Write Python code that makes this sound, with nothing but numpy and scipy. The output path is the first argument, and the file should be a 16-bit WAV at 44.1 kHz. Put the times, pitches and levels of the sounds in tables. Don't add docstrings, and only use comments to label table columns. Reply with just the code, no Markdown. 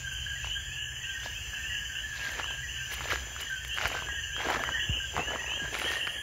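import sys
import numpy as np
from scipy import signal
from scipy.fft import rfft, irfft, next_fast_len
from scipy.io import wavfile
from scipy.ndimage import uniform_filter1d, map_coordinates

SR = 44100
rng = np.random.default_rng(int(sys.argv[2]) if len(sys.argv) > 2 else 0)


def master_out(mix):
    frames = np.transpose(np.atleast_2d(mix))
    ceiling = np.clip(frames, -1, 1)
    pcm = np.round(ceiling * 32767).astype(np.int16)
    wavfile.write(sys.argv[1], SR, pcm)


def boost_factor(decibels):
    exponent = np.asarray(decibels, float) / 20
    return 10 ** exponent


N = 274302


def unit(x):
    return x / np.sqrt(np.mean(x ** 2) + 1e-20)


def along(points, hz):
    f, v = np.transpose(points)
    return np.interp(np.log(hz + 1), np.log(f + 1), v)


def curves(rows):
    s, *columns = np.transpose(rows)
    return [np.interp(np.arange(N) / SR, s, column) for column in columns]


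def wobble(rate):
    coarse = np.arange(0, N + 32, 32)
    knots = rng.standard_normal(int(N * rate / SR) + 4)
    return np.interp(np.arange(N), coarse, map_coordinates(knots, [coarse * rate / SR]))


def coloured(x, spectrum):
    m = next_fast_len(N + 8192)
    gain = boost_factor(along(spectrum, np.fft.rfftfreq(m, 1 / SR)))
    return unit(irfft(rfft(x, m) * gain, m)[:N])


def laid(starts, rows):
    first = np.round(starts * SR).astype(int)[:, None] - 1
    at = np.clip(first + np.arange(rows.shape[1]), -1, N) % (N + 1)
    return np.bincount(at.ravel(), rows.ravel(), N + 1)[:N]


# frequency in Hz, 60 dB decay time in seconds.
DECAY = [(500, 0.39), (1700, 0.37), (3000, 0.45), (8000, 0.21)]


def garden(x, wet_db):
    out, block = x.copy(), SR // 2
    for start in range(0, N, block):
        hz, t, z = signal.stft(rng.standard_normal(block), SR, nperseg=256)
        decay = boost_factor(-60 * t / along(DECAY, hz)[:, None])
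        tail = signal.istft(z * decay, SR, nperseg=256)[1]
        tail = tail / np.linalg.norm(tail)
        wet = signal.fftconvolve(x[start:start + block], tail)[:N - start]
        out[start:start + len(wet)] += boost_factor(wet_db) * wet
    return out


# time in seconds, level in dB.
RUMBLE = [
    (0.0, -50.5),
    (0.43, -49.5),
    (2.82, -53),
    (4.88, -49),
    (6.22, -53.5),
]
# frequency in Hz, level in dB per Hz.
TOWN = [(12, -63), (20, -32), (24, -58), (35, -17.5), (59, 1.5), (92, -7.5), (129, -9.5), (143, -14),
        (152, -21), (220, -36), (290, -58), (480, -120)]
# time in seconds, level in dB.
ENGINE = [
    (0, -46),
    (1.5, -58.5),
    (2.8, -53.5),
    (6.22, -77),
]
# frequency in Hz, level in dB per Hz.
AIR = [(100, -41), (170, -6.5), (500, -18), (1300, -13.5), (2200, -8.5), (3300, -4), (3750, -35),
       (4800, -11.5), (5600, -14.5), (7800, -27), (9800, -27), (10800, -46), (13600, -13.5), (14500, -38),
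       (15300, -19.5)]


def night():
    rumble_db = curves(RUMBLE)[0] + 4.5 + 1.3 * wobble(5.6)
    rumble = boost_factor(rumble_db) * coloured(rng.standard_normal(N), TOWN)
    hum_db = curves(ENGINE)[0] + 4.8 * wobble(11.0)
    hum_hz = 126 + 1.54 * wobble(6.22)
    hum = boost_factor(hum_db) * np.sin(2 * np.pi * np.cumsum(hum_hz) / SR)
    air = boost_factor(-51 + 1.1 * wobble(2.3)) * coloured(rng.standard_normal(N), AIR)
    return rumble + hum + air


def trill(count, hz, spread_hz, rate, duty):
    t, song = np.arange(N) / SR, 0
    for pitch_luck, start, rate_luck in rng.standard_normal((count, 3)):
        stroke = (rate * (1 + 0.01986 * rate_luck) * t + start + 0.31 * wobble(5)) % 1
        pulse = np.sin(np.pi * np.clip(stroke / duty, 0, 1))
        pitch = hz + spread_hz * pitch_luck + 35 * wobble(20) - 90 * stroke
        swell = boost_factor(2.74 * wobble(2.38))
        song = song + swell * pulse * np.sin(2 * np.pi * np.cumsum(pitch) / SR)
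    return unit(garden(song, wet_db=1.5))


# time in seconds, slow trill in dB, fast trill in dB.
CRICKETS = [
    (0.0, -79, -46.5),
    (0.05, -51.5, -51),
    (5.68, -52, -51),
    (6.22, -54, -56.5),
]
# frequency in Hz, level in dB per Hz.
FAR_CRICKETS = [(3240, -13.5), (5500, -14), (5720, -19), (5930, -1), (6320, 0.5), (6490, -2.5), (6610, -1),
                (6880, 2.5), (7160, -0.5), (7410, -3.5), (7700, -47), (10000, -43), (16900, -120)]


def crickets():
    slow_db, fast_db = curves(CRICKETS)
    slow = boost_factor(slow_db - 1.5) * trill(count=3, hz=6160, spread_hz=45, rate=32.5, duty=0.66)
    fast = boost_factor(fast_db - 2.0) * trill(count=4, hz=7127, spread_hz=110, rate=43.7, duty=0.43)
    hiss_db = fast_db + 0.2 + 0.72 * wobble(12)
    return slow + fast + boost_factor(hiss_db) * coloured(rng.standard_normal(N), FAR_CRICKETS)


# start in seconds, level in dB, settling pitch base in Hz.
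BUMPS = [
    (3.123, -40, 106),
    (3.849, -32, 78.5),
    (4.895, -22.5, 91.8),
    (5.172, -34.5, 91),
    (5.617, -40, 211),
]


def bumps():
    t = np.arange(SR // 5) / SR
    s, db, hz = np.transpose(BUMPS)[:, :, None]
    pitch = hz * (0.64 + 1.25 * np.exp(-t / 0.0079))
    phase = 2 * np.pi * np.cumsum(pitch, axis=1) / SR
    return laid(s[:, 0], boost_factor(db - 60 * t / 0.23) * np.sin(phase))


def grains(count, hz, spread, cycles, spread_db):
    u, t = rng.random((count, 3)), np.arange(int(9 * SR / hz)) / SR
    pitch = hz * np.exp(spread * rng.standard_normal((count, 1)))
    size = boost_factor(-spread_db * np.log(np.clip(u[:, 1:2], .06, 1)))
    waves = size * np.exp(-t * pitch / cycles) * np.sin(2 * np.pi * (pitch * t + u[:, 2:]))
    return unit(laid(u[:, 0] * N / SR, waves))


def crunch(cracks, spectrum, smooth, clump_db):
    clumps = boost_factor(clump_db * wobble(30))
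    return coloured(clumps * (cracks + smooth * rng.standard_normal(N)), spectrum)


# start in seconds, hold in seconds, force in dB, weeds over sheet in dB.
STEPS = [(0.455, 0.008, -57.5, 3), (1.241, .005, -48.5, -2.5), (2.159, 0.1, -57, 8.5),
         (2.29, 0.059, -48, -3), (2.381, 0.012, -40.5, -7), (2.443, 0.11, -54, -9),
         (2.919, 0.014, -52, 5.5), (2.964, 0.09, -47, -6), (3.074, .02, -47, -15),
         (3.115, 0.012, -37.5, -1), (3.228, 0.22, -53, -18), (3.407, 0.006, -69, 23.5),
         (3.773, 0.053, -43, -8), (3.815, 0.023, -38, -8.5), (3.847, 0.018, -35, -8),
         (3.922, 0.07, -41, -7.5), (4.066, 0.11, -51, -29), (4.408, 0.074, -37, -14.5),
         (4.491, 0.066, -31.5, -14.5), (4.594, 0.12, -41.5, -37), (4.744, 0.24, -51.5, -26),
         (5.164, 0.029, -35, -25), (5.205, 0.024, -39.5, -31), (5.27, 0.065, -44, -25),
         (5.306, 0.033, -39.5, -27), (5.397, 0.52, -48, -17.5), (5.743, 0.084, -38.5, -7.5),
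         (5.859, 0.092, -42, -4), (5.987, 0.2, -51, -13)]


def footwork():
    press_db_per_s, lift_db_per_s = 436, 277
    stir_db = -64
    t = np.arange(0, N, 32) / SR
    sheet, weeds = boost_factor(2 * stir_db), boost_factor(2 * stir_db)
    for s, hold, db, weeds_db in STEPS:
        press = press_db_per_s * np.clip(s - t, 0, None)
        lift = lift_db_per_s * np.clip(t - s - hold, 0, None)
        power = boost_factor(2 * (db - press - lift))
        sheet, weeds = sheet + power, weeds + power * boost_factor(2 * weeds_db)
    return [np.interp(np.arange(N) / SR, t, np.sqrt(load)) for load in (sheet, weeds)]


# frequency in Hz, level in dB.
SHEET = [(130, -14.5), (220, -11.5), (600, -7), (1200, -7), (2000, 1.5), (3000, -7.5), (4500, -16),
         (8000, -76)]
WEEDS = [(250, -8), (1200, 4), (2200, 5.5), (3500, -2.5), (5500, -2), (7400, -4), (8200, -44), (12000, -43)]
SCUFF = [(6500, -39), (8200, -4), (9800, -2), (11500, 2), (13000, 10), (14500, -12), (16000, -13)]
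# time in seconds, level in dB.
BRUSHING = [
    (5.66, -65),
    (5.8, -51.5),
    (6.05, -56.5),
    (6.22, -54.5),
]


def steps():
    on_sheet, on_weeds = footwork()
    folds = grains(count=3000, hz=900, spread=.7, cycles=2.2, spread_db=2.1)
    stalks = grains(count=6000, hz=3784, spread=0.35, cycles=2.0, spread_db=4.5)
    grit = grains(count=6000, hz=10900, spread=0.24, cycles=0.85, spread_db=-1.0)
    sheet = boost_factor(-0.54) * on_sheet * crunch(folds, SHEET, smooth=0.48, clump_db=2.5)
    weeds = boost_factor(6.0) * on_weeds * crunch(stalks, WEEDS, smooth=1.0, clump_db=1.3)
    scuff = boost_factor(-28.5) * on_weeds ** 0.67 * crunch(grit, SCUFF, smooth=1.0, clump_db=2.0)
    leaf_tone = [(8000, -43), (9000, -11), (10000, -7.5), (11000, -26)]  # (Hz, dB)
    leaf = boost_factor(curves(BRUSHING)[0]) * coloured(rng.standard_normal(N), leaf_tone)
    return sheet + weeds + scuff + leaf


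# start in seconds, peak in dB, pitch in Hz.
SNAPS = [(0.446, -24.5, 980), (1.2607, -24.5, 660), (2.196, -26, 2300), (2.336, -26, 2400),
         (2.3942, -21, 1300), (2.3974, -18.5, 830), (2.4126, -26, 1200), (2.507, -19.5, 980),
         (2.983, -23, 1600), (3.0081, -20, 1100), (3.1226, -14, 1230), (3.6497, -19.5, 2040),
         (3.785, -11.5, 1520), (3.8561, -8, 1530), (3.9505, -20, 855), (3.9723, -19, 1470),
         (4.023, -18, 1110), (4.4875, -16.5, 724), (4.502, -12, 835), (4.522, -13.5, 1380),
         (4.533, -17, 1490), (4.5115, -17, 900), (4.5485, -15, 1270), (4.5592, -15, 1130),
         (4.593, -19.5, 810), (4.638, -11, 1300), (4.6905, -16, 970), (4.8367, -29, 1800),
         (5.1663, -14.5, 960), (5.1796, -15, 770), (5.2168, -22, 920), (5.3068, -22.5, 880),
         (5.7992, -18, 1980), (5.918, -15.5, 1600), (6.075, -12.5, 1510),
         (0.472, -31, 890), (1.535, -29.5, 1270), (2.293, -30, 1100), (2.314, -35, 1100),
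           (2.335, -31, 1000), (2.375, -41, 1100), (2.389, -29, 480), (2.4432, -21, 1150), (2.46, -29, 960),
           (3.056, -23, 644), (3.086, -25, 1200), (3.11, -20, 1380), (3.131, -20, 500), (3.142, -27, 1700),
           (3.159, -18, 1490), (3.364, -22.5, 1288), (3.409, -29, 1400), (3.776, -18, 1290),
           (3.8131, -13.5, 1420), (3.826, -19, 2060), (3.850, -16, 1480), (3.870, -24, 594),
           (3.903, -22, 1200), (3.915, -24, 547), (3.991, -24, 1520), (4.0876, -21, 1160),
           (4.3655, -21, 1350), (4.404, -23, 730), (4.4163, -18, 1550), (4.436, -26, 1440),
           (4.457, -19, 647), (4.465, -24, 1890), (4.544, -18, 1180), (4.569, -33, 790), (4.604, -29, 1700),
           (4.6733, -25, 1180), (5.1386, -28, 780), (5.159, -27, 2050), (5.203, -30, 1060),
           (5.282, -26, 540), (5.3205, -22.5, 810), (5.3594, -20, 1050), (5.421, -27, 940),
           (5.4435, -27, 720), (5.48, -33, 1500), (5.518, -25, 880), (5.537, -26, 1100),
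           (5.575, -28.5, 593), (5.727, -27.5, 400), (5.744, -18, 2080), (5.752, -16.5, 1400),
           (5.766, -24, 1270), (5.780, -27, 2100), (5.8178, -16, 1400), (5.844, -16.5, 1510),
           (5.876, -21, 1410), (5.904, -26.5, 400), (5.97, -20, 1200), (6.0712, -15, 1770)]


def snaps():
    rise_cycles, ring_cycles = 0.5, 8.44
    t = np.arange(SR // 40) / SR
    s, db, hz = np.transpose(SNAPS)[:, :, None]
    g = rng.standard_normal((len(s), 4))
    shape = (1 - np.exp(-(t * hz / rise_cycles) ** 2)) * boost_factor(-60 * t * hz / ring_cycles)
    ring = np.sin(2 * np.pi * (hz * t + g[:, 2:3]))
    upper_hz = hz * (1.5 + .15 * g[:, 1:2])
    upper = boost_factor(-4 + 2.5 * g[:, :1]) * np.sin(2 * np.pi * (upper_hz * t + g[:, 3:]))
    crack = boost_factor(-13 - 60 * t / 0.0075) * rng.standard_normal((len(s), len(t)))
    dull = signal.sosfilt(signal.butter(2, 4500, fs=SR, output="sos"), crack)
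    return laid(s[:, 0] - .0006, boost_factor(db - 0.27) * (shape * (ring + upper) + dull))


# start in seconds, peak in dB, half width in seconds.
TICKS = [(0.13, -40, 0.015), (2.3136, -35, .006), (2.924, -33, .016), (2.937, -25.5, 0.006),
         (3.1, -35, .004), (3.12, -37, .02), (3.404, -29, 0.0014), (3.411, -27, .004), (3.495, -41, .005),
         (3.646, -31, .002), (3.676, -32, .004), (3.741, -30, 0.0018), (3.765, -39, .012),
         (3.8741, -27, 0.0064), (4.4782, -41, .005), (4.5012, -30, .005), (4.6364, -37, .005),
         (5.1761, -38, .005), (5.7882, -32, .008), (5.9155, -30, .006)]


def ticks():
    s, db, width = np.transpose(TICKS)[:, :, None]
    t = np.arange(SR // 20) / SR
    swell = np.exp(-((t - .024) / width) ** 2)
    bright = signal.butter(4, 8500, "high", fs=SR, output="sos")
    brush = signal.sosfilt(bright, rng.standard_normal((len(s), len(t))))
    return laid(s[:, 0] - .02, boost_factor(db - 11.5) * swell * brush)


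def whistles(notes, bend, flutter_db):
    s, length, start_hz, end_hz, db = np.transpose(notes)[:, :, None]
    t = np.arange(SR // 7) / SR
    u = np.clip(t / length, 0, 1)
    pitch = start_hz + (end_hz - start_hz) * (1 - (1 - u) ** bend)
    phase = 2 * np.pi * np.cumsum(pitch, axis=1) / SR
    attack = np.clip(t / 0.0026, 0, 1)
    release = np.clip((length - t) / 0.0096 + 1, 0, 1)
    edges = attack * release * (1 - 0.31 * u)
    return laid(s[:, 0] - .002, boost_factor(db) * edges * np.sin(phase)) * boost_factor(flutter_db * wobble(90))


def far_notes(count, length, top_hz, spread_hz, glide_hz):
    u, g = rng.random((count, 3)), rng.standard_normal((count, 2))
    s = (np.arange(count) + 2 * u[:, 0]) / count * N / SR - .1
    lengths = length * (0.591 + 0.821 * u[:, 1])
    end_hz = top_hz + spread_hz * np.clip(g[:, 0], -2, 2)
    start_hz = end_hz - glide_hz * (.5 + u[:, 2])
    db = 2.44 * np.clip(g[:, 1], -2, .7)
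    return np.transpose([s, lengths, start_hz, end_hz, db])


# time in seconds, low notes in dB, high notes in dB.
FAR_FROGS = [(0.0, -47, -46), (0.9, -45, -45), (1.8, -45, -46.5), (2.8, -44.5, -45), (3.3, -46.5, -47.5),
             (4.0, -46.5, -43), (4.5, -39, -43.5), (4.95, -55, -44.5), (5.3, -46.5, -49.5),
             (5.67, -44, -45), (6.22, -44.5, -38.5)]


def far_frogs():
    low_db, high_db = curves(FAR_FROGS)
    low_notes = far_notes(count=380, length=0.0787, top_hz=1660, spread_hz=85, glide_hz=-70)
    high_notes = far_notes(count=480, length=.08, top_hz=3113, spread_hz=140, glide_hz=382.9)
    low = unit(whistles(low_notes, bend=0.98, flutter_db=3.5))
    high = unit(whistles(high_notes, bend=1.6, flutter_db=4.0))
    return garden(boost_factor(low_db - 9) * low + boost_factor(high_db - 7.5) * high, wet_db=6)


# start in seconds, length in seconds, start pitch in Hz, peak in dB.
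BIG_FROGS = [(0.005, 0.065, 1634, -42.5), (0.074, 0.054, 1574, -37), (0.265, 0.057, 1660, -33.5),
             (0.4, 0.022, 1660, -38), (0.554, 0.05, 1626, -37.5), (0.79, 0.035, 1737, -46.5),
             (0.868, 0.061, 1690, -46), (1.069, 0.088, 1608, -43), (1.173, 0.036, 1640, -41.5),
             (1.248, 0.054, 1705, -41), (1.529, 0.04, 1688, -37), (1.744, 0.065, 1682, -36),
             (1.895, 0.058, 1563, -40.5), (2.039, 0.043, 1743, -35.5), (2.107, 0.052, 1660, -39),
             (2.196, 0.082, 1659, -39.5), (2.318, 0.098, 1753, -42), (2.476, 0.054, 1620, -39.5),
             (2.579, 0.026, 1640, -42.5), (2.8, 0.044, 1594, -41.5), (2.905, 0.031, 1706, -37),
             (3.094, 0.044, 1668, -37), (3.501, 0.077, 1570, -38), (3.442, 0.064, 1642, -49),
             (4.146, 0.068, 1660, -43), (4.328, 0.064, 1686, -49), (3.942, 0.042, 1563, -36.5),
             (4.07, 0.046, 1664, -35), (4.655, 0.093, 1618, -40), (4.775, 0.032, 1703, -33.5),
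             (4.83, 0.052, 1734, -44), (5.002, 0.047, 1609, -36.5), (5.274, 0.031, 1700, -34.5),
             (5.351, 0.075, 1888, -40.5), (5.685, 0.036, 1724, -40), (5.593, 0.04, 1654, -38.5)]
# start in seconds, start pitch in Hz, peak in dB.
SMALL_FROGS = [(0.359, 1930, -44), (1.013, 1935, -41.5), (1.135, 1900, -42.5), (1.696, 1950, -41.5),
               (2.631, 1967, -38.5), (3.468, 1848, -39.5), (3.612, 1830, -40.5), (4.092, 1940, -42),
               (4.171, 1883, -38), (4.74, 1860, -32), (4.648, 1940, -41), (4.772, 1957, -36.5),
               (5.383, 1956, -34.5), (5.876, 1900, -34), (5.956, 1870, -36), (5.986, 1970, -44),
               (6.048, 1913, -42), (6.164, 1777, -37)]
# start in seconds, length in seconds, top pitch in Hz, peak in dB.
LONG_NOTES = [(0.194, 0.0525, 3025, -45.5), (0.495, 0.057, 2883, -48), (0.497, 0.078, 3230, -36.5),
              (0.694, 0.13, 2933, -43.5), (1.351, 0.11, 2917, -43), (1.634, 0.088, 2960, -39),
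              (1.992, 0.065, 3170, -47), (2.787, 0.057, 2835, -43.5), (3.075, 0.07, 3060, -41),
              (3.405, 0.068, 3130, -40), (3.691, 0.077, 3230, -40), (3.711, 0.042, 2924, -36),
              (4.115, 0.05, 3024, -40), (4.36, 0.0393, 3290, -40), (4.235, 0.018, 2900, -39),
              (4.651, 0.029, 3140, -38.5), (4.719, 0.04, 3130, -35), (4.93, 0.07, 3070, -37),
              (4.89, 0.082, 3097, -35.5), (4.971, 0.055, 2936, -39.5), (5.05, 0.06, 3290, -42.5),
              (5.191, 0.14, 3046, -38), (5.273, 0.051, 3150, -55), (5.484, 0.066, 3173, -41),
              (5.496, 0.09, 2887, -36.5), (5.53, 0.0385, 3200, -35), (5.874, 0.082, 3340, -46)]
# start in seconds, top pitch in Hz, peak in dB.
QUICK_NOTES = [(0.113, 3000, -43.5), (0.401, 3000, -45), (0.434, 2954, -39), (0.788, 3000, -39),
               (1.329, 3170, -40), (1.039, 3010, -37), (1.083, 3334, -41), (1.724, 3060, -37),
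               (1.751, 3000, -36), (1.955, 3022, -36), (2.199, 2940, -42.5), (2.43, 3130, -34),
               (2.685, 3044, -37.5), (2.739, 3070, -39), (4.331, 3277, -37), (4.8, 3098, -31.5),
               (4.832, 3070, -42), (5.395, 2927, -42), (5.461, 2950, -37), (5.838, 3253, -33.5),
               (6.011, 3080, -31), (6.042, 3110, -41), (6.147, 3256, -39)]
# start and length in seconds, start and end pitch in Hz, peak in dB.
STRAY_NOTES = [
    (1.233, 0.021, 3410, 3610, -47.5),
    (1.243, 0.011, 3640, 5440, -46),
]


def near_frogs():
    big_sag_hz_per_s, small_sag_hz_per_s, small_s = 800, 3350, 0.028
    rise_hz, rise_hz_per_s = 163.8, 2300
    quick_rise_hz, quick_s = 400, 0.042
    first = [(s, length, hz, hz - big_sag_hz_per_s * length, db) for s, length, hz, db in BIG_FROGS]
    first += [(s, small_s, hz, hz - small_sag_hz_per_s * small_s, db) for s, hz, db in SMALL_FROGS]
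    second = [(s, length, hz - rise_hz - rise_hz_per_s * length, hz, db) for s, length, hz, db in LONG_NOTES]
    second += [(s, quick_s, hz - quick_rise_hz, hz, db) for s, hz, db in QUICK_NOTES]
    falling = whistles(first, bend=0.82, flutter_db=2.2)
    rising = whistles(second + STRAY_NOTES, bend=1.6, flutter_db=0.6)
    return boost_factor(1.0) * garden(falling + rising, wet_db=-2.0)


def scene():
    underfoot = garden(steps() + snaps() + ticks(), wet_db=-13.5)
    return (night() + crickets() + bumps() + underfoot + far_frogs() + near_frogs())[None]


# frequency in Hz, share of time from 0 to 1.
STARVED = [(3400, 0), (3650, .45), (4000, .33), (4400, .16), (5200, .1), (5500, .2), (5800, 0), (7550, 0),
           (7800, .1), (8300, 0), (10150, 0), (10500, .42), (11000, .25), (11800, 0)]


def starve(x):
    top_hz, bins = 15750, 4
    hz, t, z = signal.stft(x, SR, nperseg=1024)
    hz = hz[:-1]
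    energy = uniform_filter1d(np.abs(z[:-1]) ** 2, size=10, axis=1)
    mask = energy[(hz > 2500) & (hz < 3300)].sum(axis=0) ** 0.25
    power = energy.reshape(-1, bins, len(t)).sum(axis=1) / mask
    rank = power.argsort(axis=1).argsort(axis=1) / len(t)
    rank = np.repeat(rank, bins, axis=0)
    z[:-1] *= (rank >= along(STARVED, hz)[:, None]) & (hz < top_hz)[:, None]
    return signal.istft(z, SR, nperseg=1024)[1][:N]


def roll_off(x):
    return signal.sosfilt(signal.butter(12, 16150, fs=SR, output="sos"), x)


def record(dry):
    mix = starve(dry[0])[None]
    return roll_off(mix)


dry = scene()
out = record(dry)
master_out(out)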